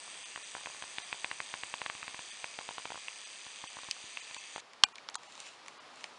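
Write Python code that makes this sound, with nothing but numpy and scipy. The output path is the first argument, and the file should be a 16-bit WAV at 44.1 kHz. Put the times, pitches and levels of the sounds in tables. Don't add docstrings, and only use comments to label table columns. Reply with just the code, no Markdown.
import sys
import numpy as np
from scipy import signal
from scipy.fft import rfft, irfft, dct, next_fast_len
from scipy.io import wavfile
from scipy.ndimage import uniform_filter1d

SR = 44100
rng = np.random.default_rng(int(sys.argv[2]) if len(sys.argv) > 2 else 0)


def nominal_scale(level):
    x = np.asarray(level, float) / 20
    return 10 ** x


def generate_wav(signal):
    frames = np.transpose(np.atleast_2d(signal))
    scaled = np.clip(frames, -1, 1) * 32767
    pcm = np.round(scaled).astype(np.int16)
    wavfile.write(sys.argv[1], SR, pcm)


N = 272538


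def level(x, db):
    return x * nominal_scale(db) / np.sqrt(np.mean(x ** 2))


def resonate(x, peaks):
    total = 0
    for k, (hz, width, db) in enumerate(peaks):
        b, a = signal.iirpeak(hz, hz / width, fs=SR)
        total = total + (-1) ** k * nominal_scale(db) * signal.lfilter(b, a, x)
    return total


def walk(rate):
    k = int(SR / rate)
    held = np.repeat(rng.standard_normal(N // k + 1), k)
    return 1.261 * uniform_filter1d(uniform_filter1d(held, k), k)[:N]


def add(out, s, y):
    i = int(s * SR)
    out[i:i + len(y)] += y[:N - i]


def ring(modes, chance, spread=.06, scatter_db=1.5):
    t = np.arange(4096) / SR
    y = 0
    for (hz, t60, db), louder, sharper in zip(modes, chance[:5], chance[5:]):
        tone = np.sin(2 * np.pi * hz * (1 + spread * sharper) * t)
        y = y + nominal_scale(db + scatter_db * louder) * tone * np.exp(-np.log(1000) * t / t60)
    y = -y * (1 - np.exp(-(t / 0.0003) ** 2))
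    return y / np.max(np.abs(y))


def slam(modes, scrape_s):
    t = np.arange(4096) / SR
    y = 0
    for (hz, t60, db), phase_turns in zip(modes, 0.33 * rng.random(len(modes))):
        tone = np.sin(2 * np.pi * (hz * t + phase_turns))
        y = y + nominal_scale(db) * tone * np.exp(-np.log(1000) * t / t60)
    y = y * (1 - np.exp(-(t / scrape_s) ** 2))
    return y / np.max(np.abs(y))


# frequency in Hz, density in dB per Hz.
AIR_COLOUR = [(35, -33), (60, -15), (250, -9.5), (850, -2.5), (1150, -2), (1600, -7), (4500, -11),
              (10300, -28)]
# frequency in Hz, start in seconds, level in dB.
FAR_HUM = (250, 5.62, -75)
AIR_DB, AIR_SWELL_DB = -56, -1.02


def air():
    t = np.arange(N) / SR
    hz, db = np.transpose(AIR_COLOUR)
    f = np.maximum(np.fft.rfftfreq(N, 1 / SR), 1)
    colour = nominal_scale(np.interp(np.log(f), np.log(hz), db))
    hiss = irfft(rfft(rng.standard_normal(N)) * colour, N)
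    swell = nominal_scale(AIR_DB + AIR_SWELL_DB * walk(1.38) + 0.46 * walk(5.3))
    hum_hz, hum_start_s, hum_db = FAR_HUM
    hum = np.sqrt(2) * nominal_scale(hum_db + 2.3 * walk(6.32)) * np.sin(2 * np.pi * hum_hz * t)
    return level(hiss, 0) * swell + hum * np.clip((t - hum_start_s) / 0.053, 0, 1)


# frequency in Hz, width in Hz, level in dB.
RUB_COLOUR = [(1500, 1000, -7.5), (2710, 380, 4.5), (4000, 1050, -1.5), (6200, 1450, -4.5), (7260, 500, -1),
              (8750, 600, -7.5)]
# touch in seconds, lift in seconds, level at the lift in dB.
STROKES = [
    (5.23, 5.477, -49.5),
    (5.69, 5.71, -64),
    (5.813, 5.93, -76),
    (5.98, 6.035, -56.5),
    (6.08, 6.2, -69),
]
PRESS_DB_PER_S, TOUCH_DB_PER_S, LIFT_DB_PER_S = 42, 280, 160


def rubbing():
    t = np.arange(N) / SR
    burstiness = np.minimum(rng.exponential(size=N), 6)
    grains = rng.standard_normal(N) * nominal_scale(3.7 * burstiness + 1.4 * walk(60))
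    effort = 0
    for touch, lift, db in STROKES:
        press_db = db - PRESS_DB_PER_S * np.maximum(lift - t, 0)
        fade_db = TOUCH_DB_PER_S * np.maximum(touch - t, 0) + LIFT_DB_PER_S * np.maximum(t - lift, 0)
        effort = effort + nominal_scale(press_db - fade_db)
    return level(resonate(grains, RUB_COLOUR), -0.95) * effort


# frequency in Hz, width in Hz, level in dB.
SHELL = [(1870, 160, -4.5), (2300, 150, -0.5), (3120, 1200, -8.5), (4030, 680, -3), (4420, 310, -2.5),
         (5100, 1560, -10)]
SHELL_TOP = [(6800, 2500, -2.5), (7660, 1200, -0.5), (9100, 1200, -13.5)]
SHELL_LOW = [(344, 220, -9), (670, 170, -2), (820, 170, 8), (1170, 930, 9.5)]


def snap(db, hz, low_db, top_db, ms, noise, tail_db=-24, tail_s=0.006):
    t = np.arange(len(noise)) / SR
    span = t / (max(ms, .1) / 1000)
    after_rattle = nominal_scale(tail_db) * np.minimum(span, 1) * np.exp(-t / tail_s)
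    burst = noise * (span * np.exp(-span ** 1.29) + after_rattle)
    spot = resonate(resonate(burst, SHELL), [(hz, 0.81 * hz, 0)])
    low = resonate(resonate(burst, SHELL_LOW), [(900, 600, 0)])
    top = resonate(resonate(burst, SHELL_TOP), [(7860, 3800, 0)])
    parts = (spot, 0), (low, low_db + 4.5), (top, top_db + 6.0)
    return sum(nominal_scale(db + rel_db) * part / np.max(np.abs(part)) for part, rel_db in parts)


# start in seconds, level in dB, centre in Hz,
# low part in relative dB, top part in relative dB.
CLICKS = [(4.345, -29, 2970, -34, -10), (4.7337, -44, 3100, -22, -12), (4.8862, -48, 2690, -1, -6),
          (4.956, -36, 3700, -25, -13.5), (4.982, -35.5, 2020, -24, -21), (5.0876, -25.5, 3340, -11, -30),
          (5.0982, -46, 1870, -11, 0), (5.141, -44, 1510, -14, -9), (5.144, -32.5, 5220, -28, -11),
          (5.154, -27.5, 4300, -4, -2), (5.233, -43.5, 2470, -9, -10), (5.3222, -42.5, 2580, -23, -7),
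          (5.353, -42, 4040, -23, -10), (5.377, -42.5, 2650, -5, -17), (5.402, -35.5, 5600, -26, -1),
          (5.466, -38.5, 2680, -13, -13), (5.661, -41, 1500, -6, -14), (5.674, -52, 6000, -25, -6),
          (5.6819, -35, 3000, -10, -6.5), (5.733, -56, 6000, -25, -8), (5.777, -56, 6500, -25, -12),
          (5.958, -52, 6500, -25, -2), (6.008, -45, 3500, -8, -13), (6.036, -45, 3000, -15, -10),
          (6.041, -25.5, 3250, -14.5, -19)]
CHATTER_MS = 0.59


def clicks():
    out = np.zeros(N)
    for (s, *row), noise in zip(CLICKS, rng.standard_normal((len(CLICKS), 2048))):
        add(out, s - .0003, snap(*row, CHATTER_MS, noise))
    return out


# frequency in Hz, 60 dB decay in seconds, level in dB.
LEVER = [(259, 0.05, -36), (616, 0.037, -33), (810, 0.028, -19), (1130, 0.010, -1.5), (1605, 0.0093, -2.5),
         (2000, 0.0086, -14), (2864, 0.0088, 3), (3145, 0.0076, 9.5), (4470, 0.0063, 10), (5510, 0.0069, 3),
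         (6920, 0.0056, 2), (8170, 0.0054, -5), (8970, 0.0056, -9), (10010, 0.0057, -9)]
CASE = [(1500, .06, -34), (2415, 0.06, -27), (2500, .06, -36), (2830, 0.066, -36), (4020, 0.064, -48),
        (4530, 0.083, -46), (7750, 0.045, -34.5), (6280, 0.0067, -12), (7370, 0.0065, -9)]
CATCH = [(1870, 0.0087, -14), (2580, 0.013, -6.5), (3040, 0.018, -9.5), (3790, 0.0055, -1),
         (4500, 0.0062, 2), (4810, 0.024, -16.5), (5360, 0.0056, 4), (6280, 0.0049, 2), (7200, 0.0047, -1),
         (8350, 0.0045, -3), (9400, 0.0045, -6)]
LEVER_S, LEVER_DB = 4.8356, -3
CATCH_S, CATCH_DB = 3.9106, -16


def lever():
    out = np.zeros(N)
    add(out, LEVER_S, nominal_scale(LEVER_DB) * slam(LEVER + CASE, 0.0017))
    crack = snap(-14.5, 3340, -19.5, -15, 1.95, rng.standard_normal(4096), tail_db=-29.5, tail_s=0.0092)
    add(out, LEVER_S, crack)
    thud = ring([(60, 0.058, 3), (140, .04, -9)], rng.standard_normal(10))
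    add(out, LEVER_S + 0.00264, nominal_scale(-38.0) * thud)
    add(out, CATCH_S, nominal_scale(CATCH_DB) * slam(CATCH, 0.00077))
    return out


# frequency in Hz, 60 dB decay in seconds, level in dB.
HOLLOW = [(638, 0.01, -2), (854, 0.016, -1), (1054, 0.011, 9), (1517, 0.0067, 7)]
WALL = [(2300, 0.0036, 12), (1980, 0.0094, -9), (2680, 0.0095, -0.5), (3170, 0.0071, 0),
        (3450, 0.0052, -2.5)]
THUMP = [(106, 0.05, -11), (168, 0.024, -2), (321, 0.015, 5)]
PING = [(2600, 0.0081, 3), (2250, 0.0067, -4), (3050, 0.0054, -12), (1050, 0.01, -8), (1610, .006, -15)]
# start in seconds, hollow knock in dB, wall in relative dB, hollow in Hz, wall in Hz.
SLIPS = [(0.358, -37.5, 4, 1050, 2120), (0.549, -30.5, -7.5, 970, 2000), (0.657, -36.5, 5.5, 1100, 2220),
         (0.822, -35, 1, 1060, 2150), (0.982, -38.5, 12, 960, 2400), (1.126, -31, 5, 970, 2250),
         (1.243, -30.5, 5, 1030, 2360), (1.312, -34.5, 5.5, 1090, 2250), (1.401, -31, 2, 1070, 2310),
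         (1.538, -30.5, 1.5, 1025, 2250), (1.633, -33, 3.5, 1040, 2370), (1.738, -28.5, -1, 1090, 2340),
         (1.815, -28.5, -1.5, 990, 2390), (1.86, -29.5, -0.5, 1065, 2300), (1.897, -29.5, 0, 1110, 2300),
         (1.949, -38, -3, 1050, 2400), (2.027, -34, -1.5, 1210, 2250), (2.078, -36, 2.5, 1060, 2250),
         (2.143, -36, -1, 1060, 2400), (2.19, -35.5, -2, 990, 2400), (2.441, -31, 1.5, 1010, 2300),
         (2.587, -31, -0.5, 860, 2250), (2.688, -29.5, -4.5, 910, 2550), (2.78, -29, -9, 940, 2550),
         (2.853, -29, -4.5, 905, 2500), (2.902, -32.5, -6, 880, 2570), (2.943, -35.5, -11, 900, 2500),
         (4.559, -29.5, -5, 820, 2240)]
# start in seconds, hollow knock in dB, wall in relative dB, thump in dB.
KNOCKS = [(0.076, -43.5, -19, -70), (0.579, -40, -15, -69), (0.608, -41.5, -14, -75), (0.635, -45, -3, -76),
          (0.698, -40, -16, -67), (0.745, -41.5, -13, -78), (2.609, -38, -8, -72), (2.974, -37, -19, -65),
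          (3.464, -40.5, -0.5, -59), (3.638, -33, -25, -53), (3.767, -35, -19, -56), (3.786, -37, -16, -76),
          (3.832, -39, -3, -66), (3.847, -45, -15, -76), (3.885, -37.5, -11, -53), (3.964, -43, -9, -80),
          (4.039, -56, -6, -57), (4.309, -44, 2, -64), (4.364, -38, -4, -62)]
# start in seconds, level in dB.
REBOUNDS = [(0.3742, -35), (0.5647, -35), (.6692, -32.5), (0.8371, -36.5), (.9986, -43), (1.1429, -41),
            (1.2579, -39.5), (1.325, -43), (1.4145, -47), (1.5502, -40), (2.0403, -43), (2.0939, -48),
            (2.7074, -36.5), (2.7959, -41), (2.871, -44), (2.9178, -31), (2.9549, -34), (4.578, -33)]
# start in seconds, level in dB.
PINGS = [
    (3.0828, -23),
    (4.172, -23.5),
]
# time in seconds, thump in dB.
JOLT_DB = [(.3, -62.5), (.95, -57), (1.7, -55), (2.45, -58), (2.6, -61.5), (4.6, -63)]
REBOUND_WALL_DB, REBOUND_THUMP_DB = -14, -66
WALL_HZ, WALL_RISE_HZ_PER_S, WALL_TOP_HZ = 2060, 240, 2640


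def barrel():
    def wall_hz_at(s):
        return min(WALL_HZ + WALL_RISE_HZ_PER_S * s, WALL_TOP_HZ)

    out = np.zeros(N)
    hollow_hz, bright_hz = HOLLOW[2][0], WALL[0][0]
    blows = []
    for s, db, wall_db, low_hz, hz in SLIPS:
        blows.append((s, db, wall_db, np.interp(s, *np.transpose(JOLT_DB)), low_hz, hz))
    for row in KNOCKS:
        blows.append((*row, hollow_hz, wall_hz_at(row[0])))
    for s, db in REBOUNDS:
        blows.append((s, db, REBOUND_WALL_DB, REBOUND_THUMP_DB, 0.922 * hollow_hz, wall_hz_at(s)))
    chances = rng.standard_normal((len(blows), 3, 10))
    for (s, db, wall_db, thump_db, low_hz, hz), chance in zip(blows, chances):
        cavity_modes = np.multiply(HOLLOW, [low_hz / hollow_hz, 1, 1])
        wall_modes = np.multiply(WALL, [hz / bright_hz, 1, 1])
        cavity = ring(cavity_modes, chance[0], spread=0.039, scatter_db=1.0)
        wall = ring(wall_modes, chance[1], spread=0.037)
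        thump = ring(THUMP, chance[2])
        add(out, s + 0.001874, -nominal_scale(db + 3) * cavity - nominal_scale(thump_db + 11.5) * thump)
        add(out, s + 0.001819, nominal_scale(db + wall_db + 6.5) * wall)
    for (s, db), chance in zip(PINGS, rng.standard_normal((len(PINGS), 10))):
        add(out, s, nominal_scale(db) * ring(PING, chance, spread=0.013))
    return out


# frequency in Hz, width in Hz, level in dB.
HOUSING = [(1046, 510, -15), (1764, 142, -2.5), (2335, 700, -1.5), (2722, 484, -0.5)]
FRAME = [(3050, 560, -1), (3700, 990, -2.5), (4230, 180, -2)]
PINION = [(4750, 450, 0)]
GEAR_RING = [(5850, 400, -2), (6300, 500, 0), (6800, 600, -2.5), (7350, 400, -7)]
TOP_RING = [(7700, 370, -1), (8200, 530, 2), (8790, 690, -1), (10100, 240, -19.5)]
SEGMENT_DB = [0, -1, -3.5, -1.5, -2.5, -3.5]
# time in seconds, frequency in Hz.
PINION_HZ = [
    (0.02, 4754),
    (2.29, 4690),
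    (2.53, 4790),
    (4.58, 4654),
]
COMMUTATIONS_PER_S, MOTOR_STOP_S = 211.3, 4.608
HOUSING_DB, GEAR_DB = -52, -54.5
TOP_DB, TOP_FADE_DB_PER_S = -55, 0.93
LIMP_FROM_S, LIMP_TO_S, LIMP_EASE_S = 0.67, 3.5, .4


def motor():
    t = np.arange(N) / SR
    steps = np.cumsum(COMMUTATIONS_PER_S * (1 + .004 * walk(12) + .006 * walk(3))) / SR
    step = steps.astype(int)
    segment, turn = step % len(SEGMENT_DB), step // len(SEGMENT_DB)
    since = np.arange(N) - np.searchsorted(step, step)
    strike = since == 0
    size = nominal_scale(np.array(SEGMENT_DB)[segment] + .7 * rng.standard_normal(step[-1] + 1)[step])

    def rattle(decay, steady, second, tick, memory=.55):
        fresh = rng.standard_normal((turn[-1] + 1, len(SEGMENT_DB), 512))
        kept = signal.lfilter([np.sqrt(1 - memory ** 2)], [1, -memory], fresh, axis=0)
        chatter = kept[turn, segment, since]
        gate = np.exp(-(steps % 1) / decay) + second * np.exp(-((steps - .5) % 1) / decay)
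        return tick * size * strike + (steady + size * uniform_filter1d(gate, size=31)) * chatter

    housing = resonate(rattle(decay=.5, steady=.3, second=.8, tick=0), HOUSING)
    frame = resonate(rattle(decay=.12, steady=.09, second=.15, tick=1.1), FRAME)
    gear = resonate(rattle(decay=.11, steady=.13, second=.12, tick=.7), GEAR_RING)
    top = resonate(rattle(decay=.12, steady=.11, second=.15, tick=.8), TOP_RING)

    bite = rng.standard_normal((step[-1] + 1, 2))[step].T
    limp = np.clip(np.minimum(t - LIMP_FROM_S, LIMP_TO_S - t) / LIMP_EASE_S + .5, 0, 1)
    alternate = .55 + (.15 + .3 * limp) * (-1) ** step
    tooth = alternate * np.sign(bite[0]) * nominal_scale(1.2 * bite[1]) * strike
    grind = .06 * rattle(decay=.1, steady=.3, second=.1, tick=0)
    pinion = resonate(resonate(tooth + grind, PINION), [(4750, 900, 0)])
    drift_hz = np.interp(t, *np.transpose(PINION_HZ)) - PINION[0][0]
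    shift = np.exp(2j * np.pi * np.cumsum(drift_hz) / SR)
    pinion = np.real(signal.hilbert(pinion, next_fast_len(N))[:N] * shift)

    frame = frame * (1 + 0.09 * limp * uniform_filter1d((-1.) ** step, size=41))
    housing = level(resonate(housing, [(1883, 4900, 0)]), 0)
    housing = housing + level(resonate(frame, [(3630, 1800, 0)]), -0.1)
    gear = resonate(gear, [(6130, 2800, 0)])
    top = resonate(top, [(8300, 2800, 0)])
    housing = housing - .6 * resonate(housing, [(4800, 800, 0)])
    gear = gear - .6 * resonate(gear, [(4800, 800, 0)])
    gear = level(gear, 0) + level(pinion, -1.5)

    whirr = level(housing, 0.17) * nominal_scale(HOUSING_DB) + level(gear, 0.7) * nominal_scale(GEAR_DB)
    whirr = whirr + level(top, 0.31) * nominal_scale(TOP_DB - TOP_FADE_DB_PER_S * t)
    whirr = whirr - 0.092 * resonate(whirr, [(5560, 840, 0.0059)])
    return whirr * np.clip((MOTOR_STOP_S - t) / 0.0022, 0, 1)


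def scene():
    return (air() + rubbing() + clicks() + lever() + barrel() + motor())[None]


# centre in seconds,
# threshold over the local mean in dB, treble lost above in Hz, edge steepness as a factor.
STARVED = [(.247, 5.5, 11000, 1.5), (.439, 4.5, 11000, 1.4), (1.034, 4.5, 11000, 1.5),
           (2.314, 3.5, 11000, 1.4), (3.253, 4.5, 11000, 1.3), (3.68, 4.5, 11000, 1.4),
           (4.213, 4.5, 11000, 1.4), (4.385, 4, 11000, 1.6), (4.854, 4, 5000, 4), (4.936, 5, 11000, 1.3),
           (5.172, 5, 7500, 2), (5.282, 5, 11000, 1.3), (5.793, 4, 5000, 1.15)]


def starve(x, size=1152):
    y = x.copy()
    window = np.sin(np.pi * (np.arange(size) + .5) / size)
    hz = np.arange(size) * SR / 2 / size
    for s, over_db, treble_hz, edge in STARVED:
        treble = hz > treble_hz
        share = np.where(treble, 1, min(.6 + .07 * over_db, 1))
        i = int(s * SR) - size // 2
        lines = dct(x[i:i + size] * window, type=4, norm="ortho")
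        mean = np.sqrt(uniform_filter1d(lines ** 2, size=301))
        lost = lines * (np.abs(lines) < mean * nominal_scale(over_db + 6 * treble))
        flat = np.minimum(edge * window, 1 / window)
        overshoot = window * dct(.9 * (lines - lost), type=4, norm="ortho")
        y[i:i + size] += overshoot - flat * dct(share * lost, type=4, norm="ortho")
    return y


def roll_off(x):
    return signal.sosfilt(signal.butter(12, 10940, fs=SR, output="sos"), x)


def record(dry):
    thin = signal.sosfilt(signal.butter(1, 140, "high", fs=SR, output="sos"), dry)
    top_cut = signal.ellip(10, .3, 95, 10370, fs=SR, output="sos")
    mix = signal.sosfilt(top_cut, starve(thin[0]))
    return roll_off(mix[None])


dry = scene()
out = record(dry)
generate_wav(out)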